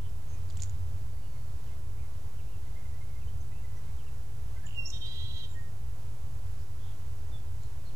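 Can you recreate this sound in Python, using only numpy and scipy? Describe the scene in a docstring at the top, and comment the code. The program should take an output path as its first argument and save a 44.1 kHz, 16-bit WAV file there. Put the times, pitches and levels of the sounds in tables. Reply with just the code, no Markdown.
"""A blackbird by a quiet creek

Water and leaves make a soft wash over a low, distant rumble with an engine's drone in it.
Small birds chirp far off. A brief cluster of sharp, ringing ticks sounds on the right, with stray clicks.
A blackbird on the right sings once: short notes, a loud whistle, then a buzzing, two-voiced trill.
Banks and trees scatter the calls, and the microphones add a faint hiss."""
import sys
import numpy as np
from scipy import signal
from scipy.fft import rfft, irfft, next_fast_len
from scipy.io import wavfile

SR = 44100
rng = np.random.default_rng(int(sys.argv[2]) if len(sys.argv) > 2 else 0)


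def waveform_to_disk(signal):
    """Save audio, clipped to [-1, 1], as 16-bit WAV at the path in sys.argv[1]."""
    frames = np.transpose(np.atleast_2d(signal))
    scaled = np.clip(frames, -1, 1) * 32767
    samples = np.round(scaled).astype(np.int16)
    wavfile.write(sys.argv[1], SR, samples)


N = 350595
TIME = np.arange(N) / SR


def undb(db):
    """Turn decibels (dB) into a number to multiply a sound by."""
    return 10 ** (np.asarray(db) / 20)


def unit(x):
    """Scale a sound so that its average power is 1."""
    return x / np.sqrt(np.mean(x ** 2))


def curves(table):
    """Join rows that begin with a time into one curve for each other column."""
    times, *columns = np.transpose(table)
    return [np.interp(TIME, times, column) for column in columns]


def colour(x, points):
    """Turn a sound's lows and highs up or down. Each point: frequency in Hz, gain in dB."""
    hz, db = np.transpose(points)
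    size = next_fast_len(x.shape[-1])
    freqs = np.maximum(np.fft.rfftfreq(size, 1 / SR), 1)
    gain = undb(np.interp(np.log(freqs), np.log(hz), db))
    return irfft(rfft(x, size) * gain, size)[..., :x.shape[-1]]


def wobble(rate, size=N):
    """A random curve, about 1 in size, that changes course `rate` times a second."""
    at = np.arange(size) * rate / SR
    corners = rng.standard_normal(int(at[-1]) + 2)
    return np.interp(at, np.arange(len(corners)), corners) * np.sqrt(3 / 2)


def phase_of(hz):
    """Add up a changing pitch into the angle of its wave."""
    return 2 * np.pi * np.cumsum(hz) / SR


def gate(start, end, edge_s):
    """Fade in around `start` and out around `end`."""
    return np.clip(np.minimum(TIME - start, end - TIME) / edge_s + .5, 0, 1)


def sprinkle(span_s, count):
    """Spread events loosely over a span. Each row: start in seconds, two random numbers from 0 to 1."""
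    late, a, b = rng.random((count, 3)).T
    first, last = span_s
    return zip(first + (last - first) * (np.arange(count) + late) / count, a, b)


def add(track, start_s, sound):
    """Mix a sound into a track at the given time."""
    start = max(int(start_s * SR), 0)
    part = sound[:max(N - start, 0)]
    track[start:start + len(part)] += part


def place(x, left_db, lag_ms=0):
    """Make stereo: a sound on the right reaches the left microphone weaker, and later if given a lag."""
    left, right = np.broadcast_to(x, (2, N))
    left = np.roll(left, round(lag_ms * SR / 1000))
    return np.array([left * undb(left_db), right])


def stereo_noise(likeness):
    """Left and right noise: unrelated at likeness 0, the same at 1."""
    shared, side = rng.standard_normal((2, N))
    return np.sqrt(1 + likeness) * shared + np.sqrt(1 - likeness) * np.array([side, -side])


def scatter(x, fade_s, build_s):
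    """Give each microphone many small echoes, which fall 60 dB in `fade_s`."""
    t = np.arange(SR) / SR
    build_up = 1 - np.exp(-(t / build_s) ** 2)
    echoes = rng.standard_normal((2, SR)) * np.exp(-np.log(1000) * t / fade_s) * build_up
    echoes /= np.sqrt(np.sum(echoes ** 2, axis=1, keepdims=True))
    return signal.fftconvolve(x[None], echoes, axes=1)[:, :N]


def rumble():
    """Low noise from far away, with the wavering drone of an engine in it."""
    # The rumble's tone. Each row: frequency in Hz, relative level in dB.
    tone = [(15, -16), (25, -11), (40, -9.5), (65, -5), (100, -11), (135, -14), (165, -26), (210, -35),
            (340, -54), (570, -100)]
    # Its slow swells. Each row: time in seconds, level in dB.
    swells = [(0, -38.5), (.9, -36), (1.2, -38), (3.1, -39), (3.25, -35), (3.6, -38), (5.2, -37),
              (7.9, -39)]
    # The engine. Each row: time in seconds, pitch in Hz, level in dB.
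    engine = [(0, 84, -40.5), (.45, 84, -39.5), (.85, 92, -33.5), (1.25, 93, -47.5), (7.95, 93, -44)]
    noise_db, = curves(swells)
    drone_hz, drone_db = curves(engine)
    noise = unit(colour(stereo_noise(likeness=.93), tone)) * undb(noise_db)
    drone = np.sqrt(2) * np.sin(phase_of(drone_hz + 4 * wobble(16)))
    drone *= undb(drone_db + 1.7 * wobble(7))
    return place(noise + drone, left_db=-11)


def creek(level_db=-55.5, split_hz=700):
    """A soft wash of water and leaves whose lows and highs stir separately."""
    # The wash's tone. Each row: frequency in Hz, relative level in dB.
    tone = [(120, 2), (230, -1), (400, -0.5), (620, -3), (1000, -4), (1500, -10), (2400, -16), (4500, -18),
            (6900, -16.5), (9000, -23), (15000, -26.5)]
    # How it leans to one side. Each row: frequency in Hz, left level minus right level in dB.
    lean = [(200, 0.5), (400, -2.5), (700, -3), (1200, -6), (2400, 0), (7000, -3)]
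    wash = unit(colour(stereo_noise(likeness=.3), tone))
    lows = signal.sosfilt(signal.butter(1, split_hz, fs=SR, output="sos"), wash)
    highs = wash - lows
    left, right = lows * undb(.45 * wobble(8.3)) + highs * undb(.64 * wobble(6))
    return np.array([colour(left, lean), right]) * undb(level_db)


def note(length_s, hz, glide_hz, rasp, octave_db=-30, arch=.0068):
    """A bird's nearly pure note slides in a slight arch; rasp shakes its pitch and level quickly."""
    size = int(length_s * SR)
    progress = np.linspace(0, 1, size)
    pitch = hz * (1 - arch * (2 * progress - 1) ** 2) + glide_hz * (progress - .5)
    phase = phase_of(pitch * (1 + .12 * rasp * wobble(1500, size)))
    swell = np.sin(np.pi * progress) ** .75
    flutter = undb(2.8 * rasp * wobble(253, size))
    return unit(swell * flutter * (np.sin(phase) + undb(octave_db) * np.sin(2 * phase)))


def phrase(rows):
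    """Play one bird note for each row."""
    track = np.zeros(N)
    for start, length, hz, glide_hz, db, rasp in rows:
        add(track, start, undb(db) * note(length, hz, glide_hz, rasp))
    return track


def far_birds(slur_rasp=.18, pip_s=.028, pip_glide_hz=40, pip_rasp=.17):
    """Small birds whistle, pip and buzz far off, softened by the trees."""
    # A songbird's sliding whistles. Each row: start and length in seconds, pitch and glide in Hz,
    # level in dB.
    slurs = [(.31, .08, 2500, -200, -70), (1.15, .06, 2150, 700, -72), (1.22, .062, 2880, -100, -70),
             (1.32, .08, 2150, -100, -72), (1.652, .055, 2950, -1200, -70), (1.96, .075, 2340, 700, -69),
             (2.375, 0.044, 2780, -1200, -65.5), (2.46, .053, 2720, 500, -70),
             (2.515, .058, 2750, -300, -67.5), (2.803, .037, 2030, -500, -68), (2.92, .075, 2000, 200, -69),
             (3.212, 0.033, 2570, -500, -65.5), (3.272, 0.027, 3060, 0, -64), (3.499, .13, 2630, 390, -68),
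             (3.975, 0.056, 3000, -1050, -66.5), (4.06, .038, 2760, -330, -65),
             (7.885, .03, 3300, -1700, -68)]
    # Low pips, all alike. Each row: start in seconds, pitch in Hz, level in dB.
    pips = [(2.66, 2040, -67), (2.755, 2080, -61.5), (2.848, 2060, -63), (3.005, 2110, -63),
            (3.15, 2100, -65), (3.51, 2010, -64.5), (3.635, 2040, -62.5), (3.76, 1975, -64),
            (4.56, 2060, -61)]
    # Other birds' thin or buzzy calls. Each row: as for the slurs, then rasp from 0 to 1.
    thin_calls = [(0, 0.11, 3120, -70, -66, .64), (.27, .11, 6400, 30, -62.5, 0),
                  (1.06, .59, 4420, -600, -76, .2), (3.4, .025, 6230, 50, -64, .13),
                  (3.76, .032, 5900, 100, -66.5, .05), (6.55, .1, 5050, -180, -71, 1),
                  (6.78, .17, 3420, 60, -66, .53), (7.315, .075, 3490, -260, -59, .15),
                  (7.61, .065, 4220, -200, -67.5, .45), (7.845, 0.055, 4230, -60, -64, 0.27)]
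    notes = [(*row, slur_rasp) for row in slurs]
    notes += [(start, pip_s, hz, pip_glide_hz, db, pip_rasp) for start, hz, db in pips]
    # The songbird's softer notes fall at random among its whistles.
    notes += [(start, .06, 1950 + 400 * high, 400 * (2 * rise - 1), -71, slur_rasp)
              for start, high, rise in sprinkle(span_s=(1.1, 4.4), count=5)]
    calls = phrase(notes) + phrase(thin_calls)
    echoes = scatter(calls, fade_s=.32, build_s=.0045)
    return place(calls, left_db=-9) + undb(-4.5) * place(echoes, left_db=-13)


def ticks(ring_s=.00056, fizz_s=.0058):
    """Sharp ticks on the right: each is a click with a tiny ring and a short fizz of noise."""
    # A brief cluster and a few strays. Each row: start in seconds, relative level in dB,
    # ring pitch in Hz, extra ring level in dB.
    main_ticks = [(.096, -52, 5500, -1), (.5012, -47, 4600, 5), (.505, -47, 7100, 0), (.508, -52, 3500, 9),
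                  (.5697, -44, 3200, 2), (.573, -39, 7700, 0), (.59, -51, 2380, 8), (.5955, -49, 3500, 4),
                  (.5985, -46.5, 3530, 7), (.6038, -40, 6900, 1), (.6215, -31.5, 7100, 5),
                  (.622, -40, 5240, 3), (.6268, -41, 7260, 6), (.6348, -31, 7000, 3.5),
                  (.6445, -43, 6800, -10), (.6965, -42, 7000, 1), (7.635, -50.5, 7200, 4)]
    # The tone of a click. Each row: frequency in Hz, gain in dB.
    click_tone = [(800, -31), (2000, -12), (3400, -11.5), (4000, -15), (4700, -9), (6000, -9), (6950, 0),
                  (7800, -7), (8400, -5), (9300, -17), (15000, -33)]
    # Fainter ticks come at random around the cluster.
    faint_ticks = [(start, -57 + 4 * strength, np.interp(high, [0, 1], [2600, 7500]), 5)
                   for start, strength, high in sprinkle(span_s=(.47, .7), count=7)]
    clicks, rings = np.zeros((2, N))
    t = np.arange(SR // 20) / SR
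    spike = undb(22.5) * (t == 0)
    for start, db, hz, ring_db in list(main_ticks) + faint_ticks:
        fizz = undb(-1) * np.exp(-t / fizz_s) * rng.standard_normal(len(t))
        add(clicks, start, undb(db) * (spike + fizz))
        # The ring builds over a few cycles as it dies away.
        swell = (1 - np.exp(-t * hz / 2)) * np.exp(-t / ring_s)
        add(rings, start, undb(db + ring_db + 11.5) * swell * np.sin(2 * np.pi * hz * t))
    ticking = colour(clicks, click_tone) + rings
    echoes = scatter(ticking, fade_s=.2, build_s=.0032)
    return place(ticking, left_db=-10.5) + undb(-13) * place(echoes, left_db=-8)


def blackbird(echo_s=.08, echo_db=-25):
    """One song from a perch on the right; the far bank throws it back."""
    # Short notes, squeaks and faint lingering tones. Each row: start and length in seconds,
    # pitch and glide in Hz, level in dB, rasp from 0 to 1.
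    short_notes = [(4.555, 0.055, 1550, 0, -62.5, .04), (4.63, 0.045, 1730, 100, -56, 0.4),
                   (4.65, 0.042, 7100, 290, -59, 0.15), (4.6645, 0.0065, 7120, 130, -46.5, .05),
                   (4.858, 0.03, 5870, 80, -49, .14), (4.868, 0.023, 6930, 100, -50, .12),
                   (4.93, 0.1, 5640, 20, -65, 0.02), (5.485, .08, 7300, 100, -62, .06),
                   (5.545, 0.072, 1863, -30, -53, 0.03), (5.6, .11, 1858, 10, -63, 0.07)]
    song = phrase(short_notes) + stutter() + whistle() + trill()
    bank_echo = undb(echo_db) * np.roll(song, int(echo_s * SR))
    echoes = scatter(song, fade_s=.32, build_s=.024)
    return place(song + bank_echo, left_db=-12.5, lag_ms=.15) + undb(-9.5) * place(echoes, left_db=-12.5)


def stutter(start_s=4.668, gap_s=.0195, hz=2880, db=-49):
    """Five quick falling pulses lead into the whistle, each trailing off in a short rasp."""
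    starts = start_s + gap_s * np.arange(5)
    pulses = phrase([(start, .0048, hz, -380, db, .35) for start in starts])
    rasps = phrase([(start, .02, hz, 300, db - 10, .54) for start in starts])
    return pulses + rasps


def whistle(snap_at_s=4.902, snap_fade_s=.0038, harsh_width_s=.025):
    """A loud, clean tone jumps an octave (to twice its pitch), turns harsh and snaps off."""
    # The whistle's path. Each row: time in seconds, pitch in Hz, level in dB, octave's level in dB.
    path = [(4.748, 2886, -54, -75), (4.777, 2775, -38, -64), (4.795, 2762, -30, -60),
            (4.814, 2732, -42.5, -62), (4.849, 2736, -50, -55), (4.859, 2750, -58, -35.5),
            (4.878, 2778, -57, -45.5), (4.9, 2705, -62, -62)]
    # The tone of the harsh ending. Each row: frequency in Hz, relative level in dB.
    snap_tone = [(3500, -38), (4900, -13), (5600, 4), (6900, -3), (8200, -7), (9500, -30)]
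    hz, db, octave_db = curves(path)
    phase = phase_of(hz * (1 + .002 * wobble(600)))
    tone = np.sqrt(2) * (undb(db) * np.sin(phase) + undb(octave_db) * np.sin(2 * phase))
    tone *= gate(path[0][0], path[-1][0], edge_s=.004)
    since = TIME - snap_at_s
    harsh = undb(-50) * np.exp(-np.abs(since) / harsh_width_s)
    snap = undb(-36) * np.exp(-np.abs(since) / snap_fade_s) * (since > 0)
    return tone + (harsh + snap) * unit(colour(rng.standard_normal(N), snap_tone))


def trill_curves(edge_s=.022, arch_hz_per_s=135, sag_db_per_s=8.5):
    """Each syllable of the trill arches up in pitch, sags in level, then slides into the next."""
    # Each row: start and length in seconds, upper and lower pitch in Hz, level in dB,
    # lower voice's level against the upper in dB, buzz strength in dB.
    syllables = [(4.926, .061, 3752, 3164, -43, -6, -4.5), (5.011, .049, 3770, 3140, -46.5, -1, -5),
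                 (5.056, .367, 3890, 3227, -48, 0.5, 2.5), (5.43, 0.034, 3790, 3125, -49, 3.5, 2)]
    points, singing = [], 0
    for start, length, upper_hz, lower_hz, db, lower_db, buzz_db in syllables:
        singing += gate(start, start + length, edge_s)
        for progress in np.linspace(0, 1, 9):
            arch = length * np.sin(np.pi * progress)  # longer syllables bend further
            rise = 1 + arch_hz_per_s * arch / upper_hz
            at = start + edge_s / 2 + progress * (length - edge_s)
            points.append((at, upper_hz * rise, lower_hz * rise, db - sag_db_per_s * arch,
                           lower_db, buzz_db))
    return *curves(points), singing


def trill():
    """Both sides of the bird's voice box sound at once and shake each other into a buzz."""
    # The buzz's side tones, in steps from the upper voice; a step is half the gap between the voices.
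    side_steps = [-3, -1, 1, 2, 3, 5, 6, 7, 8]
    # The relative level of each side tone in dB.
    side_levels = [-14, -8, -18.5, -21.5, -23.5, -26, -30, -29, -26]
    upper_hz, lower_hz, db, lower_db, buzz_db, singing = trill_curves()
    buzz = undb(buzz_db)
    waver = 1 + .003 * buzz * wobble(300)
    upper = phase_of(upper_hz * waver)
    lower = phase_of(lower_hz * waver + 12 * buzz * wobble(200))
    buzz_phase = (upper - lower) / 2
    # The upper voice is twice the pitch of a weak base tone, which also sounds at 3 and 4 times.
    voice = np.sin(upper) + undb(-20) * buzz * np.sin(upper / 2)
    voice += (undb(-30) * np.sin(1.5 * upper) + undb(-37) * np.sin(2 * upper)) / buzz ** 2
    voice += undb(lower_db + 2 * wobble(70)) * np.sin(lower)
    for step, side_db in zip(side_steps, side_levels):
        voice += buzz * undb(side_db + 3.5 * wobble(70)) * np.sin(upper + step * buzz_phase)
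    # Rushing air escapes once in each cycle of the buzz.
    air_tone = [(1800, -24), (2900, -1), (3800, -7), (4800, -14), (7000, -11), (10000, -22)]
    air = unit(colour(rng.standard_normal(N), air_tone))
    voice += undb(-17.5) * buzz * air * (1 + np.cos(buzz_phase))
    return np.sqrt(2) * voice * undb(db + 1.1 * wobble(55)) * singing


def scene():
    """Everything that reaches the two microphones."""
    return blackbird() + far_birds() + ticks() + rumble() + creek()


def record(dry, top_hz=15200):
    """The microphones add hiss, lose the highest treble and shift the wave slightly off zero."""
    # The hiss's tone. Each row: frequency in Hz, relative level in dB.
    hiss_tone = [(20, 26.5), (80, 18), (200, 1), (5000, -0.5), (9000, 3), (15000, 2.5)]
    # The steady shift, left then right, where 1 is full scale.
    offset = [-.0349, -.0377]
    hiss = undb(-61.5) * unit(colour(stereo_noise(likeness=.27), hiss_tone))
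    treble_cut = signal.ellip(10, .1, 70, top_hz, fs=SR, output="sos")
    return signal.sosfilt(treble_cut, dry + hiss) + np.array(offset)[:, None]


dry = scene()
out = record(dry)
waveform_to_disk(out)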